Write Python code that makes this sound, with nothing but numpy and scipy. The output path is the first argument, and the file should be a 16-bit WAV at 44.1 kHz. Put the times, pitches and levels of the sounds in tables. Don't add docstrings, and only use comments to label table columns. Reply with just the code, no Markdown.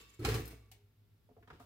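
import sys
import numpy as np
from scipy import signal
from scipy.fft import rfft, irfft, next_fast_len
from scipy.io import wavfile
from scipy.ndimage import uniform_filter1d

SR = 44100
rng = np.random.default_rng(int(sys.argv[2]) if len(sys.argv) > 2 else 0)


def makeup_ratio(level_db):
    decades = np.asarray(level_db, float) / 20
    return 10 ** decades


def bounce(signal):
    frames = np.transpose(np.atleast_2d(signal))
    limited = np.clip(frames, -1, 1)
    pcm = np.round(limited * 32767).astype(np.int16)
    wavfile.write(sys.argv[1], SR, pcm)


N = 72765

# mode_hz, level_db, t60_s
SHELL = [(237.7, -23.5, 0.37), (279.5, -10, 0.078), (334, -4, 0.026)]
# mode_hz, level_db, t60_s
UPPER = [(405.6, -22, 0.29), (444.5, -6, 0.078), (494, -34, 0.051), (730, -15.5, 0.029)]
# mode_hz, level_db, t60_s
METAL = [(1330, -10, .09), (1850, -14, .06), (800, -11, .08), (2450, -10, .08), (4150, -9, .07),
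         (5150, -8, .06), (8700, -15, .04), (13000, -15, .012)]
# frequency_hz, density_db (dB per Hz)
CLACK = [(290, -27), (500, -7), (586, -38), (784, -15), (974, -11), (1870, -10.5), (2930, -14),
         (3390, -16.5), (16000, -29)]
# frequency_hz, density_db (dB per Hz)
CRUST = [(180, -9), (300, -4), (470, -4), (620, -29), (900, -12.5), (3760, -8.5), (5520, -17.5),
         (7320, -18.5), (16000, -23)]
# time_s, level_db
SHAKE = [
    (.19, -69),
    (.24, -56),
    (.26, -48),
    (.36, -47),
    (.43, -59),
    (.53, -65.5),
    (.58, -76),
    (.7, -81.5),
]


def rms_one(x):
    return x / np.sqrt(np.mean(x ** 2) + 1e-20)


def at_hz(points, hz):
    frequency_hz, level_db = np.array(points).T
    return np.interp(np.log(hz), np.log(frequency_hz), level_db)


def curve_gain(rows):
    time_s, level_db = np.transpose(rows)
    return makeup_ratio(np.interp(np.arange(N) / SR, time_s, level_db, left=-200, right=-200))


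def decay(t, attack_s, t60):
    return (1 - np.exp(-t / attack_s)) * makeup_ratio(-60 * t / max(t60, .01))


def pan(pan_db):
    return np.array([[pan_db], [-pan_db]]) / 2


def ring(drive, hz, t60):
    radius, w = makeup_ratio(-60 / (t60 * SR)), 2 * np.pi * hz / SR
    return signal.lfilter([0, np.sin(w)], [1, -2 * radius * np.cos(w), radius ** 2], drive + 1e-18)


def whistle(drive, hz, width_hz):
    return rms_one(ring(drive, hz, np.log(1000) / np.pi / width_hz))


def white():
    return rng.standard_normal((2, 2, N))


def grains(per_s, size_db):
    hit = rng.random((2, 2, N)) < per_s / SR
    size = makeup_ratio(size_db * np.minimum(rng.exponential(1, (2, 2, N)), 4))
    return hit * size * white() + 1e-18


def bands(spectrum, source):
    # frequency_hz, coherence
    likeness = [(60, .99), (300, .97), (700, .6), (1500, .15), (15000, .05)]
    edges_hz = 30 * 2 ** np.arange(0, 9.6, .5)
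    centres = np.sqrt(edges_hz[1:] * edges_hz[:-1])
    out = []
    for k, hz in enumerate(centres):
        sos = signal.butter(2, edges_hz[k:k + 2], "band", fs=SR, output="sos")
        mid, side = signal.sosfilt(sos, source[k % 2])
        alike = np.clip(at_hz(likeness, hz), -1, 1)
        stereo = np.sqrt(1 + alike) * mid + np.sqrt(1 - alike) * side * np.array([[1], [-1]])
        out.append(makeup_ratio(at_hz(spectrum, hz)) * stereo)
    return np.array(out) / np.sqrt(np.mean(np.sum(out, axis=0) ** 2)), centres


def struck(s, db, modes, spread_db, tilt_db=0, mid_hz=1000):
    out = np.zeros((2, N))
    chance = rng.standard_normal((30, 14))[:len(s)]
    for k, (hz, level_db, t60) in enumerate(modes):
        strength_db = db + level_db + spread_db * chance[:, k] + tilt_db * np.log2(hz / mid_hz)
        clicks = np.zeros(N)
        clicks[(s * SR).astype(int)] = makeup_ratio(strength_db) * (-1) ** k
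        rung = ring(clicks, hz, np.maximum(t60, .01))
        out += [rung, np.roll(rung, rng.integers(0, 7))]
    return out


def knocks(rows, spectrum, modes, burst_db, attack_s, mid_hz):
    layers, centres = bands(spectrum, grains(12000, size_db=1.5))
    rows = np.array(rows)
    short_modes = [(hz, db, min(t60, .09)) for hz, db, t60 in modes]
    out = struck(rows[:, 0], rows[:, 1], short_modes, spread_db=-2.0, tilt_db=rows[:, 3], mid_hz=mid_hz)
    for s, db, t60, tilt_db, pan_db in rows:
        i = int(s * SR)
        t = np.arange(min(N - i, SR // 4)) / SR
        colour = makeup_ratio(tilt_db * np.log2(centres / mid_hz))
        burst = np.tensordot(colour, layers[:, :, i:i + len(t)], axes=1)
        out[:, i:i + len(t)] += makeup_ratio(db + burst_db + pan(pan_db)) * decay(t, attack_s, t60) * burst
    return out


def single_modes(rows):
    out = np.zeros((2, N))
    for s, db, hz, t60, pan_db in rows:
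        i = int(s * SR)
        t = np.arange(min(N - i, SR // 2)) / SR
        rise_s = .4 / hz
        tone = decay(t, rise_s, t60) * np.sin(2 * np.pi * hz * t)
        out[:, i:i + len(t)] += makeup_ratio(db + pan(pan_db)) * tone
    return out


def air():
    # frequency_hz, density_db (dB per Hz)
    air_spectrum = [(40, -21.5), (110, -15), (200, -20), (420, -30), (600, -35.5), (4000, -39),
                    (8000, -49.5), (13000, -42), (16000, -42)]
    # mode_hz, width_hz, level_db
    hums = [(55.2, 20, -77), (415, 22, -87.5), (1372, 3.8, -99)]
    noise = bands(air_spectrum, white())[0]
    noise = noise.sum(axis=0) / np.std(noise[8:].sum(axis=0))
    mid, side = rng.standard_normal((2, N))
    drive = mid + 0.88 * side * np.array([[1], [-1]])
    return makeup_ratio(-80) * noise + sum(makeup_ratio(db) * whistle(drive, hz, width_hz) for hz, width_hz, db in hums)


def motor():
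    # time_s, level_db
    throb = [(0, -78), (.75, -63.5), (.8, -75.5), (.84, -61), (.93, -78.5), (1.02, -62.5), (1.07, -81.5),
             (1.13, -64.5), (1.21, -82), (1.27, -70.5), (1.65, -72)]
    motor_hz, waver_hz = 103.3, 1
    waver = rms_one(uniform_filter1d(rng.standard_normal(N), size=4000))
    phase = 2 * np.pi * np.cumsum(motor_hz + waver_hz * waver) / SR
    return np.sqrt(2) * curve_gain(throb) * np.sin(phase)


def crust():
    # time_s, level_db
    slide = [
        (0, -57.5),
        (.03, -63),
        (.08, -68),
        (.14, -68.5),
        (.19, -75),
        (.2, -74.5),
    ]
    # mode_hz, level_db
    sung_wires = [(1150, -12.5), (2220, -8.5), (2670, -6.5), (3660, -11), (4870, -16)]
    # time_s, level_db
    squeak_times = [
        (0.017, -65),
        (0.101, -67),
        (.145, -67.5),
    ]
    # mode_hz, level_db
    squeak_sides = [(6700, -6), (9500, -8), (13000, -6)]
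    squeak_hz, squeak_width_hz, squeak_s = 7350, 70, .007
    source, t = grains(6700, size_db=1.5), np.arange(N) / SR
    sung = sum(makeup_ratio(db) * whistle(source[0], hz, width_hz=15.5) for hz, db in sung_wires)
    scrape = curve_gain(slide) * (bands(CRUST, source)[0].sum(axis=0) + sung)
    swell = sum(makeup_ratio(db) * np.exp(-((t - s) / squeak_s) ** 2 / 2) for s, db in squeak_times)
    voice = whistle(source[1], squeak_hz, squeak_width_hz)
    voice = voice + sum(makeup_ratio(db) * whistle(source[1], hz, width_hz=320) for hz, db in squeak_sides)
    return scrape + swell * voice


def thumps():
    # start_s, level_db, pitch_hz, t60_s, pan_db
    thump_rows = [(0, -64, 57, 1.2, -2), (.193, -42, 352, .25, 0), (.243, -42, 345, .18, 0),
                  (1.29, -63, 431, .15, 0), (1.295, -67, 250, .12, 0), (1.33, -59, 100, .12, -1),
                  (1.367, -57, 440, .08, 0), (1.372, -55, 100, .1, -1), (1.375, -65, 694, .25, 0),
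                  (1.39, -56, 65, .22, -2), (1.41, -61, 330, .07, 0), (1.43, -60, 105, .18, -1),
                  (1.43, -67, 694, .1, 0), (1.476, -59, 1250, .04, 0), (1.503, -54, 150, .25, 0),
                  (1.503, -54, 1230, .05, 0), (1.52, -51, 70, .14, -2), (1.53, -61, 240, .1, 0),
                  (1.575, -60, 85, .1, -1), (1.6, -62, 270, .13, 0), (1.6, -63, 1230, .1, 0),
                  (1.61, -55, 110, .12, -1), (1.622, -58, 65, .15, -2)]
    return single_modes(thump_rows)


def shudder():
    # centre_s, level_db, width_s, pitch_hz
    after_ring = (.81, -70, .04, 408)
    noise, t = rng.standard_normal((2, N)), np.arange(N) / SR
    rumble = sum(makeup_ratio(db) * rms_one(ring(noise[k % 2], hz, t60))
                 for k, (hz, db, t60) in enumerate(SHELL + UPPER))
    s, db, width_s, hz = after_ring
    swell = makeup_ratio(db) * np.exp(-((t - s) / width_s) ** 2 / 2) * np.sin(2 * np.pi * hz * t)
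    return makeup_ratio(4.5) * curve_gain(SHAKE) * rumble + swell


def rattle():
    source = grains(2200, size_db=3.5)
    sung = sum(makeup_ratio(db - 10.0) * rms_one(ring(source[k % 2], hz, t60 / 4))
               for k, (hz, db, t60) in enumerate(METAL))
    return curve_gain(SHAKE) * (bands(CLACK, source)[0].sum(axis=0) + sung)


def thuds():
    # start_s, peak_db, counter_db, upper_shell_db
    thud_rows = [(0.192, -43, 10, -26), (0.203, -33.5, -16, -29), (0.219, -33, -4, -6.5),
                 (0.243, -31, 3, -34), (0.266, -33, 3, -15), (0.283, -29, 2.5, 11), (0.311, -36, 8, -7),
                 (0.344, -36, 11.5, -17), (0.365, -67.5, -14, 20), (0.395, -26.5, -5, -6),
                 (0.418, -42, 9, -18), (0.53, -47, 4, 2)]
    # mode_hz, level_db, t60_s
    counter = [(112, -6, 0.33), (156.8, -22, 0.31)]
    # start_s, level_db
    rocking = [
        (0.198, -53.5),
        (.25, -33.5),
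    ]
    boom_hz, boom_t60_s = 59.2, 0.83
    s, db, low_db, upper_db = np.transpose(thud_rows)
    body = struck(s, db + low_db, counter, 0.73)
    body += struck(s, db, SHELL, 3.2)
    body += struck(s, db + upper_db, UPPER, 1.36)
    body += struck(*np.transpose(rocking), [(boom_hz, 0, boom_t60_s)], 0)
    soft = signal.butter(2, 575, fs=SR, output="sos")
    return makeup_ratio([[-.5], [.5]]) * signal.sosfilt(soft, body)


def clacks():
    # start_s, peak_db, t60_s, brightness_db (per octave), pan_db
    clack_rows = [
        (0.194, -61, 0.21, 5.5, 0),
        (0.2483, -32.5, 0.17, 0.24, -0.5),
        (0.2534, -48.5, 0.021, -4.5, 0),
        (0.2877, -41.5, 0.33, 1.1, 1.5),
        (0.3411, -41.5, 0.2, 3, 1),
        (0.3594, -57, 0.026, -7.5, -12),
        (0.3994, -72.5, 0.087, 17.5, -3),
        (0.4539, -57, 0.061, 11, 9),
        (0.4768, -55.5, 0.06, 11.5, 3),
        (0.5054, -59.5, 0.33, 4.5, -1.5),
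    ]
    return knocks(clack_rows, CLACK, METAL, burst_db=-1, attack_s=0.00021, mid_hz=4220)


def pings():
    # start_s, level_db, pitch_hz, t60_s, pan_db
    ping_rows = [(.195, -61, 4250, .06, 0), (.2, -57, 1300, .1, 0), (.2485, -41, 786, .08, 0),
                 (.249, -45, 690, .07, 0), (.249, -49, 5157, .07, 0), (.249, -50, 2207, .08, -2),
                 (.2495, -41, 4091, .05, -3), (.2525, -41, 4300, .045, -3), (.2535, -45, 1319, .1, 3),
                 (.256, -54, 3470, .1, 0), (.2875, -48, 5100, .035, 0), (.2876, -48, 1820, .05, 0),
                 (.342, -49, 5000, .06, 0), (.342, -50, 1150, .07, 0), (.345, -51, 4581, .05, 0),
                 (.356, -57, 12450, .06, 0), (.376, -54, 1954, .07, 0), (.47, -66, 1507, .3, 0),
                 (.4775, -56, 12900, .04, 2), (.4775, -62, 8600, .07, 0), (.528, -57, 650, .06, 0),
                 (.54, -68, 2008, .1, 0), (.53, -74, 3408, .15, 0), (.625, -75, 1147, .25, 0),
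                 (.715, -65, 770, .07, 0), (.715, -65, 2900, .05, 0)]
    return single_modes(ping_rows)


def wires():
    # mode_hz, level_db, t60_s
    wire_modes = [(1147, -66, .7), (2234, -62, .9), (2681, -64, .7), (3806, -66, .8)]
    return struck(np.array([.341]), 0, wire_modes, 0.54)


def ticks():
    # start_s, peak_db, t60_s, brightness_db (per octave), pan_db
    tick_rows = [
        (0.715, -46.5, 0.1, 2.8, -1),
        (0.723, -65.5, 0.31, -8, 6),
    ]
    # frequency_hz, density_db (dB per Hz)
    tick_spectrum = [(350, -39), (600, -13), (758, -12), (1010, -26.5), (2310, -2), (16000, -14)]
    # mode_hz, level_db, t60_s
    tick_modes = [(765, -17, .05), (2500, -17, .03)]
    return knocks(tick_rows, tick_spectrum, tick_modes, burst_db=-9.5, attack_s=0.00032, mid_hz=3900)


def bumps():
    # start_s, peak_db, t60_s, centre_hz, thud_db
    bump_rows = [
        (1.289, -56, 0.087, 500, -59),
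        (1.309, -68.5, 0.2, 580, -49.5),
        (1.366, -51, 0.1, 543, -85),
        (1.379, -55, 0.027, 406, -58),
        (1.426, -56, 0.095, 1510, -51),
        (1.475, -50, 0.11, 1140, -50),
        (1.502, -39.5, 0.071, 1080, -66),
        (1.523, -63.5, 0.12, 837, -51),
        (1.598, -49, 0.17, 850, -43.5),
    ]
    # mode_hz, level_db, t60_s
    bump_modes = [(714, -9, 0.14), (256, -14.5, 0.1), (102, -23, 0.11), (426, -10, 0.093)]
    half_band_octaves = 0.63
    rows = np.array(bump_rows)
    thud = struck(rows[:, 0] + 0.00306, rows[:, 4], bump_modes, 3.8)
    out = signal.lfilter([.05], [1, -.95], thud)
    mid, side = white()[0]
    for s, db, t60, hz, _ in rows:
        i = int(s * SR)
        t = np.arange(min(N - i, SR // 4)) / SR
        edges_hz = hz * 2 ** np.array([-half_band_octaves, half_band_octaves])
        hollow = signal.butter(2, edges_hz, "band", fs=SR, output="sos")
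        scuff = mid[i:i + len(t)] + .5 * side[i:i + len(t)] * np.array([[1], [-1]])
        snap = makeup_ratio(13.0) * (t == 0)
        drive = scuff * decay(t, 0.0013, t60) + snap
        out[:, i:i + len(t)] += makeup_ratio(db + 4.5) * np.sqrt(1000 / hz) * signal.sosfilt(hollow, drive)
    return out


def brushes():
    # start_s, peak_db, t60_s, brightness_db (per octave), pan_db
    brush_rows = [
        (1.475, -70, 0.16, -3.5, -8),
        (1.502, -66.5, 0.16, -4, 0),
        (1.53, -72, 0.81, -3, 0),
        (1.597, -72, 0.35, 4.5, 2.2),
    ]
    return knocks(brush_rows, CRUST, [], burst_db=1.5, attack_s=0.00068, mid_hz=3040)


def kitchen(x):
    t60_s, wall_cut_hz, low_hz = 0.39, 5500, 300
    size = next_fast_len(N + SR)
    w = 2 * np.pi * np.arange(size // 2 + 1) / size
    hz = w * SR / (2 * np.pi)
    spectrum = rfft(x, size) * (1j * hz / (low_hz + 1j * hz)) ** 2
    out = np.zeros((2, N))
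    for k, lag in enumerate(rng.uniform(.011, .033, size=16) * SR):
        loss = makeup_ratio(-60 * lag / SR / t60_s) / (1 + .3j * hz / wall_cut_hz)
        loop = loss * np.exp(-1j * w * int(lag))
        out[k % 2] += irfft(spectrum * loop / (1 - loop), size)[:N] * (-1) ** (k // 2)
    return out


def scene():
    near = crust() + thumps() + shudder() + rattle() + thuds() + clacks() + wires() + ticks() + bumps() + brushes()
    left_lag = 6
    near[0] = np.concatenate([np.zeros(left_lag), near[0, :-left_lag]])
    near += pings()
    return near + makeup_ratio(-15.5) * kitchen(near.mean(axis=0)) + air() + motor()


def band_limit(x):
    return signal.sosfilt(signal.butter(12, 16760, fs=SR, output="sos"), x)


def record(dry):
    bass_cut = signal.butter(4, 40.2, "high", fs=SR, output="sos")
    top_cut = signal.cheby2(12, 60, 16750, fs=SR, output="sos")
    mix = signal.sosfilt(top_cut, signal.sosfilt(bass_cut, dry))
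    return band_limit(mix)


dry = scene()
out = record(dry)
bounce(out)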